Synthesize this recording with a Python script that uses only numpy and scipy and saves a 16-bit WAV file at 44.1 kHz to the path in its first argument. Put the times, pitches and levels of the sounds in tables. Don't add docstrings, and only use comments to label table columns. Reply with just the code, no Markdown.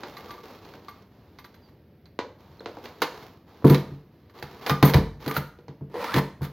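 import sys
import numpy as np
from scipy import signal
from scipy.fft import rfft, irfft, next_fast_len
from scipy.io import wavfile

SR = 44100
rng = np.random.default_rng(int(sys.argv[2]) if len(sys.argv) > 2 else 0)


def transcribe(signal):
    frames = np.atleast_2d(signal).T
    limited = np.clip(frames, -1, 1)
    pcm = np.round(limited * 32767).astype(np.int16)
    wavfile.write(sys.argv[1], SR, pcm)


N = 287732
TIME = np.arange(N) / SR
BLOW = TIME[:SR // 4]

# frequency_hz, level_db
AIR_SPECTRUM = [(25, -36), (50, -7.5), (85, 3), (130, 1), (250, -3.5), (370, -6.5), (600, -14), (1000, -26),
                (2000, -28), (3700, -35.5), (5000, -38), (8500, -62), (12500, -37.5), (16000, -41.5)]
AIR_DB = -54
# frequency_hz, t60_s
ROOM_DECAY = [(100, 0.61), (400, 0.37), (1200, 0.43), (4000, 0.4), (8000, 0.45), (14000, 0.28)]
# frequency_hz, level_db
ROOM_LEVEL = [(80, -14), (200, -14), (500, -7.5), (1500, -9.5), (5000, -9.5), (13000, -9.5)]
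# frequency_hz, left_minus_right_db
PORT_BALANCE = [(60, 0.5), (87, 0.0), (130, 0.0), (180, 0.0), (260, 0.0), (380, 0.0), (550, 0.0),
                (790, 0.0), (1140, 0.5), (1650, 0), (2380, -1), (3440, -4.5), (4970, -9.5), (7180, -6.5),
                (10400, 4), (15000, 0)]
CUTOFF_HZ = 16000

# start_s, level_db, hardness_db (upper modes gain what the deepest loses)
TABLE_BLOWS = [(3.644, -7.5, 8.5), (3.700, -8.5, 6), (3.911, -31.5, -2), (4.428, -38, -7),
               (4.705, -17.5, 1), (4.827, -7, 3.5), (4.945, -9, -10), (4.976, -19.5, 6.5),
               (5.266, -27.5, 10.5), (5.369, -24, -3.5), (5.683, -37, 3.5), (5.81, -30, -1),
               (6.143, -24, 9), (6.160, -14, 2), (6.41, -23, -5)]
# pitch_hz, level_db, t60_s
TABLE_MODES = [(52, -13, 0.55), (80.5, -1.5, 0.28), (139.4, 4, 0.18), (153.8, 2, 0.12), (191.6, -6.5, 0.3),
               (227.7, -10, 0.39), (273.3, 0, 0.2), (331.4, -3.5, 0.19), (372.6, -9, 0.3),
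               (397, -14.5, 0.37), (442.2, -10, 0.38), (508, -16.5, 0.34), (556, -29.5, 0.1),
               (658, -20, 0.32)]
THUMP_DEEP_DB, THUMP_UPPER_DB = -10.5, -9
CASE_DB, CASE_GROWTH, CASE_CRUNCH_S = -3.5, 1.414, 0.015

# start_s, length_s, level_db
STROKES = [(-.05, 0.4, -48), (.42, .12, -48), (.6, 0.14, -50.5), (0.795, 0.18, -55.5), (1.097, 0.59, -62.5),
           (2.373, 0.36, -58), (2.666, 0.39, -53.5), (2.826, 0.016, -44), (3.1, .13, -47),
           (3.459, 0.46, -56), (4.1, .2, -67), (4.332, .25, -50), (4.603, .05, -41.5), (5.192, 0.11, -45.5),
           (6.398, .12, -58)]
STROKE_ATTACK_S, STROKE_RELEASE_T60_S = 0.024, 0.58
# frequency_hz, level_db
PAPER_SPECTRUM = [(120, -11), (250, -3), (450, -2), (650, -7), (800, -3.5), (1200, -7.5), (1450, -12),
                  (2800, -19), (4400, -19), (5500, -26), (7000, -32.5), (8400, -49), (12000, -30),
                  (16000, -30.5)]
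# start_s, click_db, hollow_knock_db
CONE_TAPS = [(0.034, -33.5, -32.5), (0.505, -60, -44), (0.650, -48, -60), (0.738, -47, -40.5),
             (2.190, -27, -21), (2.606, -48, -35), (2.659, -34.5, -28), (2.77, -51, -32.5),
             (2.857, -38, -42), (3.623, -57, -40.5), (5.588, -57, -45), (5.682, -47.5, -40.5),
             (5.942, -47, -37), (5.955, -45, -26)]
# pitch_hz, level_db, t60_s
CONE_MODES = [(388, -17, 0.53), (474, 0, 0.23), (581, -12, 0.41), (851, -17, 0.52)]
TAP_CRUNCH_S, CONE_LOWEST_HZ = 0.0015, 190
TAP_EDGE_DB, CONE_RING_DB = -46, -13

# frequency_hz, level_db
CLICK_SPECTRUM = [(400, -29), (700, -2.5), (830, 4), (980, 5.5), (1180, -0.5), (1480, 2), (1640, 0),
                  (1800, 0), (2000, 0.5), (2240, -1), (2650, -7), (3600, -5.5), (4400, -6.5), (5300, -14.5),
                  (6600, -18.5), (7600, -31), (12000, -46)]
# frequency_hz, level_db
KNOCK_SPECTRUM = [(60, -53), (150, -13.5), (260, -8), (330, -1.5), (400, -6.5), (470, 0.5), (620, -9.5),
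                  (760, -9.5), (950, -8), (1400, -21.5), (4000, -58)]
# frequency_hz, level_db
EDGE_SPECTRUM = [(3000, -22), (4500, -3.5), (5500, -13.5), (6600, -8.5), (8500, -17.5), (10500, -5),
                 (13000, 0.5), (15500, -4.5)]

# start_s, low_hum_db, high_jingle_db
SPRING_SHAKES = [(3.694, -44, -32), (4.702, -21.5, -47), (4.845, -26.5, -23), (5.29, -30.5, -39.5),
                 (5.361, -34.5, -34), (6.426, -45, -60)]
# pitch_hz, peak_db, t60_s
HUM_MODES = [(1210, 0, .24), (1271, -14, .12), (1513, -15, .18), (1915, -17, .2), (2143, -19, .14)]
# pitch_hz, peak_db, t60_s
JINGLE_MODES = [(6400, -17, .09), (9598, -16, .09), (11300, -17, .04), (12900, -7, .05), (13005, 0, .085),
                (13120, -8, .05), (15120, -10, .06)]
# start_s, length_s, starting_pitch_hz, peak_db
SLIPS = [(1.614, 0.074, 4800, -64), (2.595, 0.0044, 4250, -41.5)]
# start_s, click_db, arm_ring_db, ring_tilt_db_per_octave
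ARM_TICKS = [(0.169, -41, -39.5, 5), (0.295, -49, -39.5, -6), (0.307, -39.5, -38, 0), (0.38, -58, -41, -8),
             (0.884, -41, -36, -1), (1.387, -42.5, -48, 3), (1.444, -43, -49, 3), (1.543, -52, -61, 6),
             (1.687, -60, -67, 6), (2.057, -57.5, -65.5, 13.5), (4.297, -55, -63, 4),
             (4.388, -46.5, -53, 8)]
TICK_CRUNCH_S = 0.01
TICK_KNOCK_DB, TICK_EDGE_DB, TICK_JINGLE_DB = -15.5, -18.5, -15
# pitch_hz, level_db, t60_s
ARM_MODES = [(1169, 2, 0.076), (2150, -19, 0.26), (4060, -13, 0.051), (4476, -13.5, 0.035)]
# start_s, length_s, contact_db
RATTLE_RUNS = [(3.647, .1, -35), (4.681, .04, -34), (4.838, .06, -31), (4.949, .035, -36.5),
               (5.277, .007, -26), (5.34, .035, -33.5), (6.158, .04, -32), (6.419, .035, -41)]
RATTLE_GAP_S, RATTLE_SPREAD_DB, RATTLE_CRUNCH_S = 0.008, 2.0, 0.0083
RATTLE_KNOCK_DB, RATTLE_EDGE_DB = -2.5, -6.5

# time_s, scrape_db, resonance_db, resonance_hz
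SLIDE_CURVE = [(5.90, -65, -55.5, 300), (5.935, -50.5, -44, 420), (5.96, -41, -30, 483),
               (6.0, -36.5, -41, 518), (6.05, -33.5, -49, 1000), (6.09, -34.5, -39, 1300),
               (6.135, -31, -41, 1700), (6.19, -23, -39, 2000), (6.22, -71, -73, 2000)]
# frequency_hz, level_db
SCRAPE_SPECTRUM = [(120, -25), (200, -8), (409, -31), (456, -3.5), (709, -18), (933, -2), (1120, -9),
                   (1230, -12), (1680, -16.5), (1870, -13), (2750, -22.5), (4270, -23), (8120, -42.5),
                   (12200, -35.5), (16000, -38)]
# start_s, click_db, crunch_s
STAPLER_CLACKS = [(3.019, -16, 0.01), (3.698, -25.5, .0035), (3.746, -23, 0.0078), (3.781, -37, .0017),
                  (4.426, -32.5, 0.005), (4.664, -23, 0.012), (4.696, -17.5, 0.0077),
                  (4.827, -12.5, 0.0042), (4.937, -21, 0.0051), (4.943, -18.5, 0.0035),
                  (5.262, -33, 0.0046), (5.312, -26.5, 0.0022), (5.367, -26, 0.0068), (6.042, -29.5, 0.005),
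                  (6.142, -22, 0.002)]
CLACK_KNOCK_DB, CLACK_EDGE_DB, CLACK_RING_DB = -2.5, -14.5, -15
CLACK_TILT_DB_PER_OCTAVE = 5.5
STOP_S, STOP_HZ, STOP_DB, STOP_T60_S = 5.366, 1410, -13, 0.024


def from_db(db):
    return 10 ** (np.asarray(db) / 20)


def rms_one(x):
    return x / np.sqrt(np.mean(x ** 2) + 1e-20)


def at_hz(points, hz):
    known_hz, values = np.transpose(points)
    return np.interp(np.log(np.maximum(hz, 1)), np.log(known_hz), values)


def add(track, start_s, sound):
    start = round(start_s * SR)
    track[start:start + len(sound)] += sound[:N - start]


def colour(x, spectrum):
    size = 2 * next_fast_len(len(x))
    gain = from_db(at_hz(spectrum, np.fft.rfftfreq(size, 1 / SR)))
    cepstrum = irfft(np.log(gain))
    cepstrum[1:size // 2] *= 2
    cepstrum[size // 2 + 1:] = 0
    response = np.exp(rfft(cepstrum))
    return irfft(rfft(x, size) * response)[:len(x)]


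def dying(t, t60):
    return np.exp(-np.log(1000) * t / t60)


def mode(hz, t60):
    t = TIME[:SR]
    return np.sin(2 * np.pi * hz * t) * dying(t, t60)


def grains(per_s, spread_db):
    steps = rng.standard_normal(N)
    strength_db = spread_db * np.interp(TIME * per_s, np.arange(N), steps)
    return rng.standard_normal(N) * from_db(strength_db)


def burst(crunch_s, spectrum, snap, ring_db, ring_t60):
    envelope = np.exp(-BLOW / crunch_s) + from_db(ring_db) * dying(BLOW, ring_t60)
    force = rng.standard_normal(len(BLOW)) * envelope
    force[0] += snap * np.linalg.norm(force)
    sound = colour(force, spectrum)
    return sound / np.linalg.norm(sound) * np.sqrt(0.005 * SR)


def contact(click_db, knock_db, edge_db, crunch_s):
    click = burst(crunch_s, CLICK_SPECTRUM, snap=0.31, ring_db=-8, ring_t60=0.17)
    knock = burst(crunch_s, KNOCK_SPECTRUM, snap=0.43, ring_db=-16, ring_t60=0.31)
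    edge = burst(crunch_s, EDGE_SPECTRUM, snap=0.13, ring_db=-7.5, ring_t60=0.091)
    return from_db(click_db) * click + from_db(knock_db) * knock + from_db(edge_db) * edge


def background_air():
    return from_db(AIR_DB) * rms_one(colour(rng.standard_normal(N), AIR_SPECTRUM))


def room(x, first_echo_s):
    t = TIME[:SR]
    tail = np.zeros(SR)
    white, hz = rfft(rng.standard_normal(SR)), np.fft.rfftfreq(SR, 1 / SR)
    onset = 1 - np.exp(-(t / first_echo_s) ** 2)
    for low_hz in 40 * 2 ** np.arange(9):
        octave = irfft(white * ((hz >= low_hz) & (hz < 2 * low_hz)), SR)
        envelope = dying(t, at_hz(ROOM_DECAY, low_hz * np.sqrt(2))) * onset
        tail += octave * envelope / np.linalg.norm(envelope)
    return signal.fftconvolve(x, colour(tail, ROOM_LEVEL))[:N]


def table_boom(load_spread):
    out = np.zeros(N)
    for start_s, main_db, hard_db in TABLE_BLOWS:
        deep_db = main_db + THUMP_DEEP_DB - hard_db
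        upper_db = main_db + THUMP_UPPER_DB + hard_db
        blow = [(86, deep_db), (130, main_db), (170, main_db), (280, upper_db)]   # frequency_hz, level_db
        loads = 1 + load_spread * rng.standard_normal(len(TABLE_MODES))
        for k, (hz, db, t60) in enumerate(TABLE_MODES):
            amplitude = (-1) ** k * from_db(at_hz(blow, hz) + db)
            add(out, start_s, amplitude * mode(hz * loads[k], t60))
        case = burst(CASE_CRUNCH_S, KNOCK_SPECTRUM, snap=0.44, ring_db=-6, ring_t60=0.39)
        add(out, start_s, from_db(CASE_DB + CASE_GROWTH * main_db) * case)
    return out


def handling():
    strokes = []
    for start_s, length_s, db in STROKES:
        attack = np.clip((TIME - start_s) / STROKE_ATTACK_S, 0, 1)
        release = dying(np.maximum(TIME - start_s - length_s, 0), STROKE_RELEASE_T60_S)
        strokes.append(from_db(db) * attack * release)
    return np.max(strokes, axis=0)


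def paper(most_crackles_per_s, crackle_db):
    level = handling()
    per_s = most_crackles_per_s * np.minimum(level / level[0], 1)
    pulses = (rng.random(N) < per_s / SR) * (2 * rng.random(N) - 1)
    snap = burst(0.0033, PAPER_SPECTRUM, snap=0.96, ring_db=-18.5, ring_t60=0.05)
    crackles = signal.fftconvolve(pulses, snap)[:N]
    rub = rms_one(colour(grains(per_s=300, spread_db=0.3), PAPER_SPECTRUM))
    return level * (rub + from_db(crackle_db) * crackles)


def taps():
    out = np.zeros(N)
    hollow = sum(from_db(db) * mode(hz, t60) for hz, db, t60 in CONE_MODES)
    for start_s, click_db, knock_db in CONE_TAPS:
        add(out, start_s, contact(click_db, knock_db, click_db + TAP_EDGE_DB, TAP_CRUNCH_S))
        add(out, start_s, from_db(knock_db + CONE_RING_DB) * hollow)
    high_pass = signal.butter(2, CONE_LOWEST_HZ, "high", fs=SR, output="sos")
    return signal.sosfilt(high_pass, out + 1e-18)


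def coil_ring(modes, swell_s, linewidth_hz):
    t = TIME[:SR]
    out = np.zeros(SR)
    for hz, db, t60 in modes:
        envelope = (1 - np.exp(-(t / swell_s) ** 2)) * dying(t, t60)
        waver = np.cumsum(rng.standard_normal(SR)) * np.sqrt(2 * np.pi * linewidth_hz / SR)
        tone = np.sin(2 * np.pi * hz * t + waver)
        out += from_db(db) * tone * envelope / envelope.max()
    return out


def jingle():
    return coil_ring(JINGLE_MODES, swell_s=0.0058, linewidth_hz=40.7)


def spring():
    out = np.zeros(N)
    for start_s, hum_db, jingle_db in SPRING_SHAKES:
        hum = coil_ring(HUM_MODES, swell_s=0.0065, linewidth_hz=6.0)
        add(out, start_s, from_db(hum_db) * hum + from_db(jingle_db) * jingle())
    return out


def squeaks(sag):
    out = np.zeros(N)
    for start_s, length_s, hz, db in SLIPS:
        progress = np.linspace(0, 1, round(length_s * SR))
        phase = 2 * np.pi * np.cumsum(hz * (1 - sag * progress)) / SR
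        add(out, start_s, from_db(db) * np.sin(np.pi * progress) * np.sin(phase))
    return out


def arm(tilt_db):
    out = np.zeros(SR)
    lowest_hz = ARM_MODES[0][0]
    for hz, db, t60 in ARM_MODES:
        out += from_db(db + tilt_db * np.log2(hz / lowest_hz)) * mode(hz, t60)
    return out


def ticks():
    out = np.zeros(N)
    for start_s, db, ring_db, tilt_db in ARM_TICKS:
        add(out, start_s, contact(db, db + TICK_KNOCK_DB, db + TICK_EDGE_DB, TICK_CRUNCH_S))
        add(out, start_s, from_db(ring_db) * arm(tilt_db))
        add(out, start_s, from_db(db + TICK_JINGLE_DB) * jingle())
    return out


def loose_parts():
    out = np.zeros(N)
    for start_s, length_s, level_db in RATTLE_RUNS:
        for after_s in np.arange(0, length_s, RATTLE_GAP_S):
            late, strong = rng.standard_normal(2)
            db = level_db + RATTLE_SPREAD_DB * strong
            hit = contact(db, db + RATTLE_KNOCK_DB, db + RATTLE_EDGE_DB, RATTLE_CRUNCH_S)
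            add(out, start_s + after_s + 0.25 * RATTLE_GAP_S * late, hit)
    return out


def slide(width_hz):
    time_s, *columns = np.transpose(SLIDE_CURVE)
    scrape_db, resonance_db, hz = [np.interp(TIME, time_s, column) for column in columns]
    scrape = rms_one(colour(grains(per_s=700, spread_db=2.5), SCRAPE_SPECTRUM))
    low_pass = signal.butter(2, width_hz, fs=SR, output="sos")
    wander = signal.sosfilt(low_pass, rng.standard_normal((2, N)))
    phase = 2 * np.pi * np.cumsum(hz) / SR
    resonance = rms_one(wander[0] * np.cos(phase) + wander[1] * np.sin(phase))
    moving = (TIME > time_s[0]) & (TIME < time_s[-1])
    return moving * (from_db(scrape_db) * scrape + from_db(resonance_db) * resonance)


def clacks():
    out = np.zeros(N)
    for start_s, db, crunch_s in STAPLER_CLACKS:
        add(out, start_s, contact(db, db + CLACK_KNOCK_DB, db + CLACK_EDGE_DB, crunch_s))
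        add(out, start_s, from_db(db + CLACK_RING_DB) * arm(CLACK_TILT_DB_PER_OCTAVE))
    add(out, STOP_S, from_db(STOP_DB) * mode(STOP_HZ, STOP_T60_S))
    return out


def scene():
    near = table_boom(load_spread=0.006)
    near += paper(most_crackles_per_s=90, crackle_db=5) + taps()
    near += spring() + squeaks(sag=0.0585) + ticks() + loose_parts()
    near += slide(width_hz=45) + clacks()
    heard = rfft(near + room(near, first_echo_s=0.0072) + background_air(), 2 * N)
    ratio = from_db(at_hz(PORT_BALANCE, np.fft.rfftfreq(2 * N, 1 / SR)))
    left = irfft(heard * 2 * ratio / (1 + ratio))[:N]
    right = irfft(heard * 2 / (1 + ratio))[:N]
    return np.array([left, right])


def record(dry):
    high_pass = signal.butter(3, 42, "high", fs=SR, output="sos")
    dry = signal.sosfilt(high_pass, dry)
    rounded = dry / (1 + (dry / 0.95) ** 6) ** (1 / 6)
    low_pass = signal.ellip(10, 0.2, 80, CUTOFF_HZ, fs=SR, output="sos")
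    return signal.sosfilt(low_pass, rounded)


dry = scene()
out = record(dry)
transcribe(out)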